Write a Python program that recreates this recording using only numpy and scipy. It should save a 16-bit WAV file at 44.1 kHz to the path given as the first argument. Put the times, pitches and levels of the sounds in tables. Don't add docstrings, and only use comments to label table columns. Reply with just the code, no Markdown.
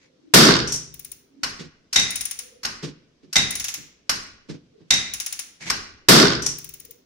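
import sys
import numpy as np
from scipy import signal
from scipy.fft import rfft, irfft
from scipy.io import wavfile
from scipy.ndimage import uniform_filter1d

SR = 44100
rng = np.random.default_rng(int(sys.argv[2]) if len(sys.argv) > 2 else 0)


def transcribe(u):
    v = np.clip(np.atleast_2d(u).T, -1, 1)
    q = np.round(v * 32767).astype(np.int16)
    wavfile.write(sys.argv[1], SR, q)


N = 310905
TIME = np.arange(N) / SR
AGE = np.arange(SR) / SR

# (time [s], level [dB], brightness [dB], after-ring [dB])
BANGS = [(0.3372, -3, -1.5, -0.5), (6.085, -4.5, -2, -1)]
# (frequency [Hz], time to lose 60 dB [s])
RING_T60 = [(80, 1.03), (120, 0.65), (800, 0.52), (2000, 0.61), (8000, 0.42), (12000, 0.3), (15000, 0.14)]
# (frequency [Hz], likeness [-1 to 1])
LIKENESS = [(50, 0.4), (140, 0.92), (280, 0.85), (550, 0.25), (1200, -0.011)]


def hub(crash_db=11.0, modes_db=-10.5, rattle_hz=6200.0):
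    # (frequency [Hz], level [dB], time to lose 60 dB [s])
    hub_modes = [(128, -3.5, .95), (155.8, 2.5, 0.85), (250, 8.5, 0.56), (339, 8.5, 0.55), (411, 5.5, .62),
                 (1032, -8, 0.6), (1103, -6, 0.6), (1520, -2, 0.5), (1558, -2, 0.5)]
    # (frequency [Hz], level [dB], time to lose 60 dB [s])
    spring_modes = [(260, -58, 3.5), (389, -44, 2.0)]
    # (frequency [Hz], level [dB per Hz])
    bang_colour = [(42, -33.5), (60, -17.5), (100, -28), (130, -9), (400, -6), (490, -10.5), (800, -16.5),
                   (1520, -11.5), (2500, -17.5), (4700, -11.5), (7200, -17), (15000, -26.5), (16000, -48)]
    # (frequency [Hz], time to lose 60 dB [s])
    bang_t60 = [(80, 1.05), (120, .63), (900, .5), (1600, .52), (5000, .48), (8000, .31), (15000, .24)]
    # (frequency [Hz], width [Hz], height above the broad colour [dB])
    rattle_peaks = [(1130, 200, 10.5), (1484, 180, 13), (2180, 250, 8.5), (4800, 920, 13.5)]

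    build_up = 1 - np.exp(-AGE / 0.0079)
    body = from_db(modes_db) * modes(hub_modes) * build_up
    tones = np.zeros((2, N))
    for s, db, bright_db, ring_db in BANGS:
        add(tones, s, from_db(db + ring_db) * body + modes(spring_modes))

    ring = after_ring(bang_t60, build_s=0.0027, partials_db=4.5)
    crash = blows(BANGS, ring, contact_s=0.0057, pan_db=1.0, alike=0.12, hinge_hz=2000, thin_hz=603)

    repeats = rattled(BANGS, span_s=0.27, first_db=-6.5, fade_db=-20.5, ring_change_db=-13.0, count=16)
    rattle = 0
    for part, peak in enumerate(rattle_peaks):
        part_repeats = repeats[part::len(rattle_peaks)]
        strikes = blows(part_repeats, ring, contact_s=0.0025, pan_db=-6.0, alike=0.16,
                        hinge_hz=1970, thin_hz=596)
        rattle = rattle + coloured(strikes, bang_colour, [peak])
    rattle_band = signal.butter(4, [260, rattle_hz], "band", fs=SR, output="sos")
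    rattle = signal.sosfilt(rattle_band, rattle)
    return from_db(crash_db) * (coloured(crash, bang_colour) + rattle) + tones


def handle():
    # (time [s], level [dB], brightness [dB], after-ring [dB])
    clunk_times = [(1.958, -10, 9.5, 2.5), (3.355, -11.5, 4, -15), (3.362, -8, 4, 1.5),
                   (4.9045, -9.5, 10, 1.5)]
    # (time [s], level [dB], brightness [dB], after-ring [dB])
    clank_times = [(1.432, -14, -9, 1.5), (1.927, -25, 14.5, 10.5), (2.631, -27.5, -3, 9),
                   (2.648, -16, -10, 1), (3.327, -23.5, 10, 1), (4.093, -8.5, -3, 1), (5.698, -12, -8.5, 3)]
    # (middle [s], half length [s], level [dB])
    scrape_times = [(0.039, 0.074, -59.5), (5.627, 0.033, -37), (5.686, 0.053, -32)]
    # (frequency [Hz], level [dB per Hz])
    clunk_colour = [(30, -8.5), (90, 1), (160, 7.5), (500, -4), (1100, -4.5), (2100, 2), (3200, -3),
                    (4600, -1), (6400, -1), (8000, -10.5), (12000, -24.5), (16000, -46.5)]
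    # (frequency [Hz], level [dB per Hz])
    clank_colour = [(30, -5.5), (250, -1), (650, -7), (1800, 0), (3500, -4.5), (5200, 4.5), (6500, 0),
                    (8800, -17), (12000, -16), (16000, -32)]
    # (frequency [Hz], width [Hz], height above the broad colour [dB])
    clunk_peaks = [(55.5, 16, 10), (770, 220, 4), (2060, 130, 7.5), (3720, 140, 16.5), (3766, 110, 15),
                   (5780, 290, 8), (12550, 200, 15)]
    # (frequency [Hz], width [Hz], height above the broad colour [dB])
    clank_peaks = [(1150, 230, 6.5), (1490, 130, 6.5), (2928, 140, 6.5), (4290, 210, 7), (4730, 230, 6.1),
                   (5474, 360, 6.1), (6450, 130, 6.7), (8190, 200, 15), (9740, 160, 15), (11340, 280, 12),
                   (13340, 140, 21)]
    # (frequency [Hz], width [Hz], height above the broad colour [dB])
    scrape_peaks = [(2160, 830, 5.5)]

    ring = after_ring(RING_T60, build_s=0.004, partials_db=4.5)
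    clunks = blows(clunk_times, from_db(-8.0) * ring, contact_s=0.004, pan_db=1.0, alike=0.14,
                   hinge_hz=3080, thin_hz=700)
    clunking = from_db(1.0) * coloured(clunks, clunk_colour, clunk_peaks)

    seating = rattled(clank_times, span_s=0.018, first_db=-4.0, fade_db=-5.5, ring_change_db=-11.5, count=2)
    clanks = blows([*clank_times, *seating], from_db(-10.0) * ring, contact_s=0.0039, pan_db=1.5,
                   alike=0.13, hinge_hz=3100, thin_hz=720)
    clanking = from_db(-3.5) * coloured(clanks, clank_colour, clank_peaks)

    rubbing = sum(from_db(db) * swell(s, half_s) for s, half_s, db in scrape_times)
    roughness = from_db(1.6 * flutter(150.8))
    scrapes = rubbing * roughness * stereo_noise(N, LIKENESS)
    return clunking + clanking + coloured(scrapes, clunk_colour, scrape_peaks)


def ratchet(head_db=1.0, ring_db=-14.5, wheel_db=-2.5, ping_db=-33.5, full_ping_db=-35.5, spread_db=1.0):
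    # (time [s], level [dB])
    tick_times = [(0.9394, -40.5), (0.993, -39.5), (1.0462, -37.5), (1.1158, -37.5), (2.1052, -25),
                  (2.156, -21), (2.2085, -23.5), (2.2525, -24.5), (2.3104, -25.5), (2.389, -26.5),
                  (3.5059, -23), (3.5529, -22), (3.5982, -20.5), (3.6423, -19.5), (3.683, -20), (3.74, -22),
                  (5.1364, -22), (5.2004, -20.5), (5.2615, -22), (5.3245, -24), (5.391, -23), (6.5835, -35),
                  (6.6425, -36), (6.69, -39), (6.7378, -39), (6.7982, -41), (6.8487, -44.5),
                  (6.9077, -44.5)]
    # (frequency [Hz], level [dB per Hz])
    tick_colour = [(200, -30), (2200, -3.5), (4500, -4), (6500, 2.5), (8600, -9.5), (10800, -7.5),
                   (12800, -18), (16000, -24)]
    # (frequency [Hz], width [Hz], height above the broad colour [dB])
    tick_peaks = [(3730, 200, 4.6), (5700, 393, 5.13), (7130, 130, 7.2), (11150, 400, 11)]
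    # (frequency [Hz], level [dB per Hz])
    wheel_chink = [(8500, -34), (9450, 1.5), (9750, 2), (10700, -38)]
    # (time [s], level [dB])
    wheel_level = [(3.55, 2.5), (3.62, -20.5), (5.2, -1.5)]
    # (frequency [Hz], level [dB per Hz])
    pawl_ping = [(6000, -30), (14000, -10), (14900, 2), (15300, 5.5), (16000, -9.5)]

    ring = after_ring(RING_T60, build_s=0.0036, partials_db=2.5)
    ring = ring * (from_db(ring_db) + from_db(-4.0) * dying(0.067))
    clicks = [(s, head_db + db, 0, 0) for s, db in tick_times]
    head = blows(clicks, ring, contact_s=0.00095, pan_db=6.5, alike=0, hinge_hz=5000, thin_hz=3900)
    tail = stereo_noise(len(AGE), LIKENESS) * from_db(-15.0) * dying(0.41)

    def chinks(levels_db, pan_db):
        rows = [(s, db + rng.normal(0, spread_db), 0, 0) for (s, _), db in zip(tick_times, levels_db)]
        return blows(rows, tail, contact_s=0.0027, pan_db=pan_db, alike=0.2, hinge_hz=5000, thin_hz=3570)

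    wheel_levels = [wheel_db + db + np.interp(s, *np.transpose(wheel_level)) for s, db in tick_times]
    wheel = chinks(wheel_levels, pan_db=11.5)
    ping_levels = [ping_db + min(db - full_ping_db, 0) for _, db in tick_times]
    pawl = chinks(ping_levels, pan_db=15.5)
    return coloured(head, tick_colour, tick_peaks) + coloured(wheel, wheel_chink) + coloured(pawl, pawl_ping)


def clinks():
    # (time [s], level [dB], brightness [dB], after-ring [dB])
    clink_times = [(.673, -33.5, -12.5, 6.5), (.720, -26, 12.5, 1.5), (.739, -29, 19.5, -19),
                   (.758, -31, 15, -7.5), (1.994, -17.5, -6, -5.5), (3.380, -21.5, 0.5, -9),
                   (4.937, -18, -9, -7.5), (6.420, -28, -4, 2.5), (6.461, -15.5, 4, -4.5)]
    # (frequency [Hz], level [dB per Hz])
    clink_colour = [(200, -9.5), (4000, -8.5), (5800, 3), (8000, -3), (12000, -13.5), (16000, -36.5)]
    # (frequency [Hz], width [Hz], height above the broad colour [dB])
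    clink_peaks = [(5760, 1700, 6.6)]

    ring = after_ring(RING_T60, build_s=0.003, partials_db=3.0)
    ring = ring * (from_db(-6.5) + from_db(-9) * dying(0.5))
    impacts = blows(clink_times, ring, contact_s=0.0039, pan_db=4.5, alike=0.078, hinge_hz=5010, thin_hz=700)
    return coloured(impacts, clink_colour, clink_peaks)


def shield(level_db=-35.0, delay_s=0.29, half_s=0.11):
    band = signal.butter(2, [1400, 1640], "band", fs=SR, output="sos")
    shiver = signal.sosfilt(band, stereo_noise(N, LIKENESS))
    swells = sum(swell(s + delay_s, half_s) for s, *_ in BANGS)
    return from_db(level_db) * shiver / shiver.std() * swells


def knocks():
    # (time [s], level [dB], brightness [dB], after-ring [dB])
    knock_times = [(1.586, -31.5, 10, 7.5), (2.822, -25.5, 8, 13), (3.223, -48.5, -2.5, -9),
                   (3.769, -47, -5.5, 11.5), (4.484, -29.5, -0.5, 11.5), (4.796, -51.5, -8, 3)]
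    # (level [dB], brightness [dB], after-ring [dB])
    knock_bounce = (-8.5, -6, -3)
    # (frequency [Hz], level [dB per Hz])
    knock_colour = [(30, -22.5), (60, -9.5), (280, 4), (480, -5.5), (700, -23), (5500, -20), (16000, -58)]
    # (frequency [Hz], width [Hz], height above the broad colour [dB])
    knock_peaks = [(152, 35, 12), (365, 49, 3.1)]

    ring = from_db(-25.5) * after_ring(RING_T60, build_s=0.01, partials_db=1.5)
    rows = bounced(knock_times, delay_s=0.044, change=knock_bounce)
    thuds = blows(rows, ring, contact_s=0.019, pan_db=-2.5, alike=0.41, hinge_hz=900, thin_hz=89)
    return coloured(thuds, knock_colour, knock_peaks)


def garage(floor_db=-62.5):
    # (middle [s], half length [s], frequency [Hz], level [dB])
    hums = [(0.123, 0.15, 511, -62.5), (0.27, 0.13, 308, -51), (1.414, 0.13, 276, -45),
            (2.52, 0.2, 490, -53), (4.777, 0.069, 434, -54), (6.92, 0.13, 477, -56.5)]
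    # (frequency [Hz], level [dB per Hz])
    floor_colour = [(20, -16.5), (256, 2), (463, -2.5), (796, -13.5), (5880, -14.5), (16000, -47)]

    hum = sum(from_db(db) * swell(s, half_s) * np.sin(2 * np.pi * hz * TIME) for s, half_s, hz, db in hums)
    room = from_db(floor_db) * coloured(stereo_noise(N, LIKENESS), floor_colour)
    return room + hum * (0.5 + flutter(25.0))


def blows(table, ring, contact_s, pan_db, alike, hinge_hz, thin_hz, size=4096):
    track = np.zeros((2, N))
    contact = (AGE[:size] / contact_s * np.exp(1 - AGE[:size] / contact_s)) ** 2
    pan = from_db([[pan_db / 2], [-pan_db / 2]])
    thin = signal.butter(1, thin_hz, "high", fs=SR)
    hinge = signal.butter(1, hinge_hz, fs=SR)
    for s, db, bright_db, ring_db in table:
        burst = stereo_noise(size, [(1, alike)]) * contact * pan
        sound = from_db(ring_db) * ring
        sound[:, :size] += signal.lfilter(*thin, burst)
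        lows = signal.lfilter(*hinge, sound)
        highs = sound - lows
        tilted = lows * from_db(-bright_db / 2) + highs * from_db(bright_db / 2)
        add(track, s, from_db(db) * tilted)
    return track


def after_ring(t60s, build_s, partials_db, spacing_hz=23.0):
    spectrum = rfft(stereo_noise(len(AGE), LIKENESS))
    hz = np.arange(spectrum.shape[1]) * SR / len(AGE)
    place = 3000 * np.log1p(hz / 3000) / spacing_hz
    chance = np.clip(rng.standard_normal(len(hz)), -2, 2)
    uneven = np.interp(place, np.arange(len(hz)), chance)
    strength = from_db(partials_db * uneven * hz / (hz + 2000))
    spectrum = spectrum * strength / np.sqrt(np.mean(strength ** 2))
    centres = np.geomspace(80, 16000, 14)
    out = 0
    for centre, share in zip(centres, np.eye(len(centres))):
        band = irfft(spectrum * at_hz(np.c_[centres, share], hz), len(AGE))
        out = out + band * dying(at_hz(t60s, centre))
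    return out * (1 - np.exp(-AGE / build_s))


def modes(table):
    out = 0
    for hz, db, t60 in table:
        apart = np.arccos(np.clip(at_hz(LIKENESS, hz), -1, 1)) * rng.choice([-1, 1])
        phase = rng.uniform(0, 2 * np.pi) + apart * np.array([[0.5], [-0.5]])
        out = out + from_db(db) * dying(t60) * np.sin(2 * np.pi * hz * AGE + phase)
    return out


def rattled(table, span_s, first_db, fade_db, ring_change_db, count):
    rows = []
    for s, db, bright_db, ring_db in table:
        lateness = (np.arange(count) + rng.uniform(0.2, 1, count)) / count
        for late in lateness:
            level_db = db + first_db + fade_db * late
            rows.append((s + late * span_s, level_db, bright_db, ring_db + ring_change_db))
    return rows


def bounced(table, delay_s, change):
    return np.vstack([table, np.add(table, (delay_s, *change))])


def coloured(x, colour, peaks=(), size=8192):
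    hz = np.arange(size // 2 + 1) * SR / size
    lift = 1
    for centre, width, db in peaks:
        lift = lift + (from_db(db) ** 2 - 1) / (1 + (2 * (hz - centre) / width) ** 2) ** 2
    gain = from_db(at_hz(colour, hz)) * np.sqrt(np.abs(lift))
    cepstrum = irfft(np.log(gain))[:size // 2]
    cepstrum[1:] *= 2
    response = irfft(np.exp(rfft(cepstrum, size)))
    response = response / np.linalg.norm(response)
    return signal.oaconvolve(x, response[None], axes=1)[:, :N]


def stereo_noise(size, likeness):
    mid, side = rfft(rng.standard_normal((2, size)))
    alike = np.clip(at_hz(likeness, np.arange(len(mid)) * SR / size), -1, 1)
    shared = np.sqrt((1 + alike) / 2) * mid
    opposed = np.sqrt((1 - alike) / 2) * side * [[1], [-1]]
    return irfft(shared + opposed, size)


def flutter(width_hz):
    low_pass = signal.butter(2, width_hz, fs=SR, output="sos")
    slow = signal.sosfilt(low_pass, rng.standard_normal((2, N)))
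    return slow / slow.std()


def swell(middle_s, half_s):
    return np.cos(np.pi / 2 * np.clip((TIME - middle_s) / half_s, -1, 1)) ** 2


def dying(t60):
    return np.exp(-np.log(1000) * AGE / t60)


def add(track, s, sound):
    start = int(s * SR)
    track[:, start:start + len(AGE)] += sound[:, :N - start]


def at_hz(points, hz):
    known_hz, values = np.transpose(points)
    return np.interp(np.log(np.maximum(hz, 1)), np.log(known_hz), values)


def from_db(db):
    return 10 ** (np.asarray(db) / 20)


def suppressed(x, threshold_db=-59.5, depth_db=-6.0, size=1024):
    bins = signal.stft(x, nperseg=size)[2]
    power = np.mean(np.abs(bins) ** 2, axis=0)
    power = uniform_filter1d(uniform_filter1d(power, size=5, axis=0), size=3, axis=1) * size
    shut = 1 / (1 + (power / from_db(threshold_db) ** 2) ** 2)
    return signal.istft(bins * from_db(depth_db * shut), nperseg=size)[1][:, :N]


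def scene():
    return hub() + handle() + ratchet() + clinks() + shield() + knocks() + garage()


def record(dry, limit_db=-3.5, release_db_per_s=78.0, top=0.81, cutoff_hz=15900):
    power = uniform_filter1d(np.mean(dry ** 2, axis=0), size=441)
    over = np.maximum(10 * np.log10(np.maximum(power, 1e-12)) - limit_db, 0)
    release = release_db_per_s * TIME
    held = np.maximum.accumulate(over + release) - release
    limited = dry * from_db(-uniform_filter1d(held, size=128))
    rounded = limited / (1 + (limited / top) ** 6) ** (1 / 6)
    top_cut = signal.ellip(10, 0.3, 70, cutoff_hz, fs=SR, output="sos")
    return signal.sosfilt(top_cut, suppressed(rounded))


dry = scene()
out = record(dry)
transcribe(out)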